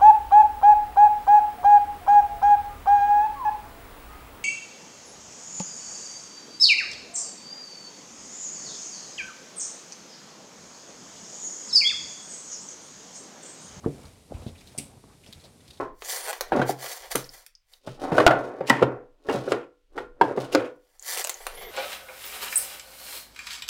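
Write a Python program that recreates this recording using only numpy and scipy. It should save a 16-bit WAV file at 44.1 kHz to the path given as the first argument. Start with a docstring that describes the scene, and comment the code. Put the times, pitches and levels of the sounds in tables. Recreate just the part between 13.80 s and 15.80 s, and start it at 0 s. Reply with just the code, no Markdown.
"""A heavy thump of a boarded floor comes first, as someone in socks walks away down a carpeted hallway,
heard from a microphone on the floor. Heels and soles are pulses that excite floor modes; crushed pile,
scuffing socks and the working floor are filtered noise. Dry crackles are resonant noise bursts, one
bright snap is a cluster of decaying bursts, and steady noise gives the house rumble and microphone hiss."""
import sys
import numpy as np
from scipy import signal
from scipy.fft import rfft, irfft
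from scipy.io import wavfile
from scipy.ndimage import uniform_filter1d

SR = 44100
rng = np.random.default_rng(int(sys.argv[2]) if len(sys.argv) > 2 else 0)


def boost(x):
    """Linear amplitude factor 10**(x/20) for a level x in decibels (scalar or array-like)."""
    u = np.asarray(x, float) / 20
    return 10 ** u


def dump(signal):
    """Clip the signal to [-1, 1] and save it as 16-bit WAV at the path in sys.argv[1]."""
    limited = np.clip(np.atleast_2d(signal).T, -1, 1)
    pcm = np.round(limited * 32767).astype(np.int16)
    wavfile.write(sys.argv[1], SR, pcm)


N = 88200  # samples in the scene


def evened(x):
    """Normalisation: scales a signal to unit rms."""
    return x / np.sqrt(np.mean(x ** 2) + 1e-20)


def add(mix, start_s, sound):
    """Superposition: pressures add from the start time on."""
    part = mix[round(start_s * SR):][:len(sound)]
    part += sound[:len(part)]


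def coloured(x, points):
    """Spectral shaping: weights each frequency by a table, then restores unit rms."""
    table_hz, db = np.transpose(points)
    hz = np.fft.rfftfreq(len(x), 1 / SR)
    weight = boost(np.interp(np.log(hz + 1), np.log(table_hz + 1), db))
    return evened(irfft(rfft(x) * weight, len(x)))


def grainy(size, grain_db, smooth_s):
    """Amplitude modulation: the level of white noise flickers at random."""
    flicker = evened(uniform_filter1d(rng.standard_normal(size), max(int(smooth_s * SR), 1)))
    return rng.standard_normal(size) * boost(grain_db * flicker)


def band(x, hz, q):
    """Resonance: a second-order filter passes energy near one frequency."""
    return signal.lfilter(*signal.iirpeak(hz, q, SR), x)


def wavelet(hz, cycles, skew=1, peak_skew=1):
    """Impulsive contact: a short push and rebound; skews under 1 sharpen its start and advance its peak."""
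    u = np.arange(0, 1, hz / cycles / SR) ** skew
    return np.sin(2 * np.pi * cycles * u) * np.sin(np.pi * u ** peak_skew) ** 2


def curve(points):
    """Envelope: interpolates levels in decibels into gain over time."""
    s, db = np.transpose(points)
    return boost(np.interp(np.arange(N) / SR, s, db))


# spectrum of house rumble and microphone hiss: (f/Hz, relative level/dB)
ROOM_SPECTRUM = [(13, 10), (22, 1), (64, 0), (109, 3), (356, -5.5), (432, -4.5), (602, -11.5),
                 (1340, -24.5), (2020, -22), (3060, -22), (3710, -17.5), (7000, -22), (9220, -18.5),
                 (14300, -31.5), (16000, -49)]


def room_tone():
    """Stationary noise: a fixed spectrum gives rumble below and hiss above."""
    level_db = -56
    return boost(level_db) * coloured(rng.standard_normal(N), ROOM_SPECTRUM)


# spectrum of the floor working under the walker: (f/Hz, relative level/dB)
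CREAK_SPECTRUM = [(18, -33), (30, -16), (80, 1.5), (169, -6), (221, -4), (303, -9.5), (370, -11.5),
                  (795, -12.5), (1600, -27.5), (2080, -56), (3520, -120)]
# its swell and fade: (t/s, level/dB)
CREAK_ENVELOPE = [(0, -65), (.05, -39), (.1, -58), (.174, -47.5), (.322, -56.5), (.48, -62), (.54, -43.5),
                  (.718, -57), (.94, -57.5), (1.0, -50.5), (1.18, -56.5), (1.22, -67.5), (1.3, -55),
                  (1.38, -67), (1.57, -59), (2, -61)]


def floor_creak():
    """Structure-borne noise: the loaded floor gives low, unsteady noise under the walker."""
    return curve(CREAK_ENVELOPE) * coloured(grainy(N, 1.77, 0.015), CREAK_SPECTRUM)


# spectrum of sock on pile: (f/Hz, relative level/dB)
SCUFF_SPECTRUM = [(710, -18), (1200, -4), (1830, -3.5), (2290, 0), (2790, -4), (9030, -6), (15000, -22.5)]
# strength of the scuffing: (t/s, level/dB)
SCUFF_ENVELOPE = [(0, -65), (.05, -60), (.27, -57.5), (.36, -64), (.5, -68.5), (.55, -59), (.7, -58.5),
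                  (.74, -64), (.9, -58.5), (1.15, -68), (1.4, -69.5), (1.47, -60), (1.68, -62),
                  (1.75, -69.5), (1.87, -63), (1.95, -63), (2, -66)]


def sock_scuff():
    """Friction noise: sock fibres dragged over pile give flickering broadband noise."""
    return curve(SCUFF_ENVELOPE) * coloured(grainy(N, 1.46, 0.004), SCUFF_SPECTRUM)


# pile crushed under the sole: (t/s, level/dB, centre f/Hz, length/s)
PILE_PRESSES = [(.033, -48, 900, .038), (.06, -46, 805, 0.02), (0.233, -56.5, 1020, 0.041),
                (0.495, -51.5, 490, 0.059), (0.587, -57, 630, 0.13), (0.658, -52, 463, 0.067),
                (0.937, -55, 700, 0.063), (1.238, -55, 805, 0.0081), (1.27, -63.5, 1080, 0.089),
                (1.457, -58, 570, 0.058), (1.628, -56.5, 576, 0.056)]


def press(start_s, db, hz, length_s):
    """Compression of a fibrous layer: crushed pile gives a soft, band-limited swell of grains."""
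    q, grain_db = 1.37, -1
    grains = grainy(SR // 5, grain_db, 0.0025)
    u = np.minimum(np.arange(SR // 5) / SR / length_s, 1)
    swell = np.sin(np.pi * u ** 0.74)
    return start_s, boost(db) * evened(band(band(grains, hz, q), hz, q)) * swell


# dry crackles: (t/s, level/dB, centre f/Hz, length/s)
DRY_CRACKLES = [(0.253, -60, 4320, 0.0099), (0.54, -63, 2640, 0.027), (0.621, -63, 3470, 0.027),
                (0.664, -56, 3540, 0.034), (.752, -62, 2570, 0.017), (0.78, -63, 3570, 0.031),
                (.807, -61, 4880, 0.0088), (.81, -59.5, 2390, 0.016), (.873, -55.5, 3930, 0.014),
                (1.333, -67.5, 2270, 0.0092), (1.434, -62, 2590, 0.017), (1.463, -53, 3270, 0.0045),
                (1.473, -60, 4860, 0.011), (1.5266, -46.5, 3700, 0.0078), (1.598, -64, 4200, 0.023),
                (1.639, -56, 4070, .022), (1.805, -65.5, 3600, 0.0084), (1.879, -56.5, 3920, .009),
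                (1.9047, -51.5, 4420, 0.0023), (1.9077, -51, 3720, 0.0035), (1.932, -61.5, 4120, 0.027),
                (1.972, -61.5, 3860, 0.011)]


def crackle(start_s, db, hz, length_s):
    """Resonant burst: grains excite one band, a decaying tick opens it and the walls add a short tail."""
    q, wide_q, wide_db, grain_db = 2.57, 1.0, -3, 2
    sag_db, tail_db, tail_t60_s = -4, -7, 0.095
    tick_db, tick_t60_s, tick_length_s = 7, 0.017, 0.013
    t = np.arange(SR // 5) / SR
    grains = grainy(len(t), grain_db, 0.0016)
    narrow = evened(band(band(grains, hz, q), hz, q))
    wide = evened(band(grains, hz * 1.14, wide_q))
    tone = narrow + boost(wide_db) * wide
    hold = np.clip(t / 0.00025, 0, 1) * np.clip((length_s - t) / 0.0038 + 1, 0, 1)
    sag = boost(sag_db * (t / length_s - 0.5))
    tail = (1 - hold) * (t > length_s) * boost(tail_db - 60 * (t - length_s) / tail_t60_s)
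    # crackles longer than tick_length_s open with a weaker tick
    tick_share = min(tick_length_s / length_s, 1) ** 2
    tick = boost(tick_db - 60 * t / tick_t60_s) * np.sin(2 * np.pi * hz * t) * tick_share
    return start_s, boost(db) * (tone * (hold * sag + tail) + tick)


# quick bursts within the snap: (t/s, level/dB)
BURSTS = [(.9783, -30), (0.9826, -24), (0.985, -24), (.995, -33)]
# spectrum of the snap: (f/Hz, relative level/dB)
SNAP_SPECTRUM = [(1300, -44), (1900, -15), (2400, -3), (3300, -18.5), (4600, -9), (5300, -9), (5900, -.5),
                 (6750, -15), (8400, 4.5), (11000, -9), (15100, -25), (16200, -54)]
# spectrum of its tail in the hallway: (f/Hz, relative level/dB)
SNAP_TAIL_SPECTRUM = [(760, -38), (1300, -20), (1890, -16), (2140, -5), (5790, -9), (6760, -10.5),
                      (8230, 2.5), (15500, -24)]


def snap():
    """Incoherent summation: the powers of quick decaying bursts add, and the hallway reverberates after."""
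    rise_s, t60_s, grain_db = 0.0008, 0.028, 3.1
    tail_db, tail_rise_s, tail_t60_s, tail_grain_db = -37.5, 0.005, 0.29, 1.8
    start_s = BURSTS[0][0]
    t = np.arange(SR // 3) / SR
    power = np.zeros(len(t))
    for burst_s, db in BURSTS:
        age = np.maximum(t - burst_s + start_s, 0)
        power += (np.minimum(age / rise_s, 1) * boost(db - 60 * age / t60_s)) ** 2
    direct = np.sqrt(power) * coloured(grainy(len(t), grain_db, 0.00071), SNAP_SPECTRUM)
    decay = boost(tail_db - 60 * t / tail_t60_s) * np.minimum(t / tail_rise_s, 1)
    tail = decay * coloured(grainy(len(t), tail_grain_db, 0.002), SNAP_TAIL_SPECTRUM)
    return start_s, direct + tail


# small dull knocks of toe or joint, without weight: (t/s, level/dB, f/Hz, cycles)
DULL_KNOCKS = [(0.042, -33, 1160, 6.6), (.049, -44, 1650, 8.6), (.061, -43, 1590, 7.0),
               (0.5203, -24.5, 556, 2.6), (.6605, -42, 490, 1.8), (0.6636, -33, 540, 2.9),
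               (.948, -41, 640, 5.0)]


def knock(start_s, db, hz, cycles):
    """Light impact: a toe or joint gives a few cycles under a smooth envelope."""
    return start_s, boost(db) * wavelet(hz, cycles)


# modes of the boarded floor: (f/Hz, relative level/dB, decay time T60/s)
FLOOR_MODES = [(88, 1.5, 0.24), (145, 2, 0.23), (226, -3, 0.25), (280, 5, 0.19), (353.5, 4.5, 0.11),
               (454.3, 6.5, 0.1), (714, 9, 0.15), (900, -21, .1), (1080, -16, .1), (1265, -20, .1),
               (1670, -22, .08)]
# weight landing: (t/s, level/dB, contact f/Hz, ring level/dB, f/Hz favoured by that spot)
FOOTFALLS = [(0.061, -13.5, 266, -3.5, 457), (.079, -27, 138, -6, 145), (0.253, -42, 112, -6, 92),
             (0.51, -37.5, 190, -3.5, 226), (0.5442, -27, 61.3, -17, 145), (0.595, -40, 90, 0.5, 88),
             (0.6641, -23, 139, -15.5, 88), (.673, -28, 188, -9.5, 226), (.72, -45, 66.6, -7, 88),
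             (.976, -41, 190, 1.5, 145), (.985, -31, 320, -4, 226), (1.24, -42, 300, -7, 280),
             (1.49, -42.5, 188, -13, 226), (1.556, -45, 88.5, -3.5, 145), (1.899, -45, 95.5, -8, 88)]


def thud(start_s, db, hz, ring_db, spot_hz):
    """Modal excitation: a contact pulse rings the boards, booms in the hallway and reflects off a wall."""
    cycles, push_skew, push_peak_skew = 1.195, 0.76, 0.65
    favour_db, favour_octaves = 10, 0.33
    boom_db, boom_t60_s, boom_rise_s = -8, 0.28, 0.004
    echo_s, echo_db = 0.01018, -10.5
    t = np.arange(SR // 2) / SR
    push = wavelet(hz, cycles, push_skew, push_peak_skew)
    modes = np.zeros(len(t))
    for mode_hz, mode_db, t60_s in FLOOR_MODES:
        # modes near the spot's favoured pitch are driven harder
        favour = favour_db * np.exp(-(np.log2(mode_hz / spot_hz) / favour_octaves) ** 2)
        modes += boost(mode_db + favour - 60 * t / t60_s) * np.sin(2 * np.pi * mode_hz * t)
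    diffuse = rng.standard_normal(len(t)) * boost(-60 * t / boom_t60_s) * np.minimum(t / boom_rise_s, 1)
    boards = signal.fftconvolve(modes, push)[:len(t)]
    boom = signal.fftconvolve(diffuse, push)[:len(t)]
    ring = boards / abs(boards).max() + boost(boom_db) * boom / abs(boom).max()
    out = boost(ring_db) * ring
    add(out, 0, push)
    add(out, echo_s, boost(echo_db) * push)
    return start_s, boost(db) * out


def scene():
    """Superposition of continuous noises and the timed events of walking."""
    mix = room_tone() + floor_creak() + sock_scuff()
    events = ((press, PILE_PRESSES), (crackle, DRY_CRACKLES), (knock, DULL_KNOCKS), (thud, FOOTFALLS))
    for source, table in events:
        for row in table:
            add(mix, *source(*row))
    add(mix, *snap())
    return mix[None]


def low_pass(x):
    """Removes everything above the highest recorded frequency."""
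    return signal.sosfilt(signal.butter(12, 16380, fs=SR, output="sos"), x)


def record(dry):
    """High-pass response: the microphone attenuates the deepest bass."""
    low_cut_hz = 33
    low_cut = signal.butter(4, low_cut_hz, "high", fs=SR, output="sos")
    heard = signal.sosfilt(low_cut, dry)
    return low_pass(heard)


dry = scene()
out = record(dry)
dump(out)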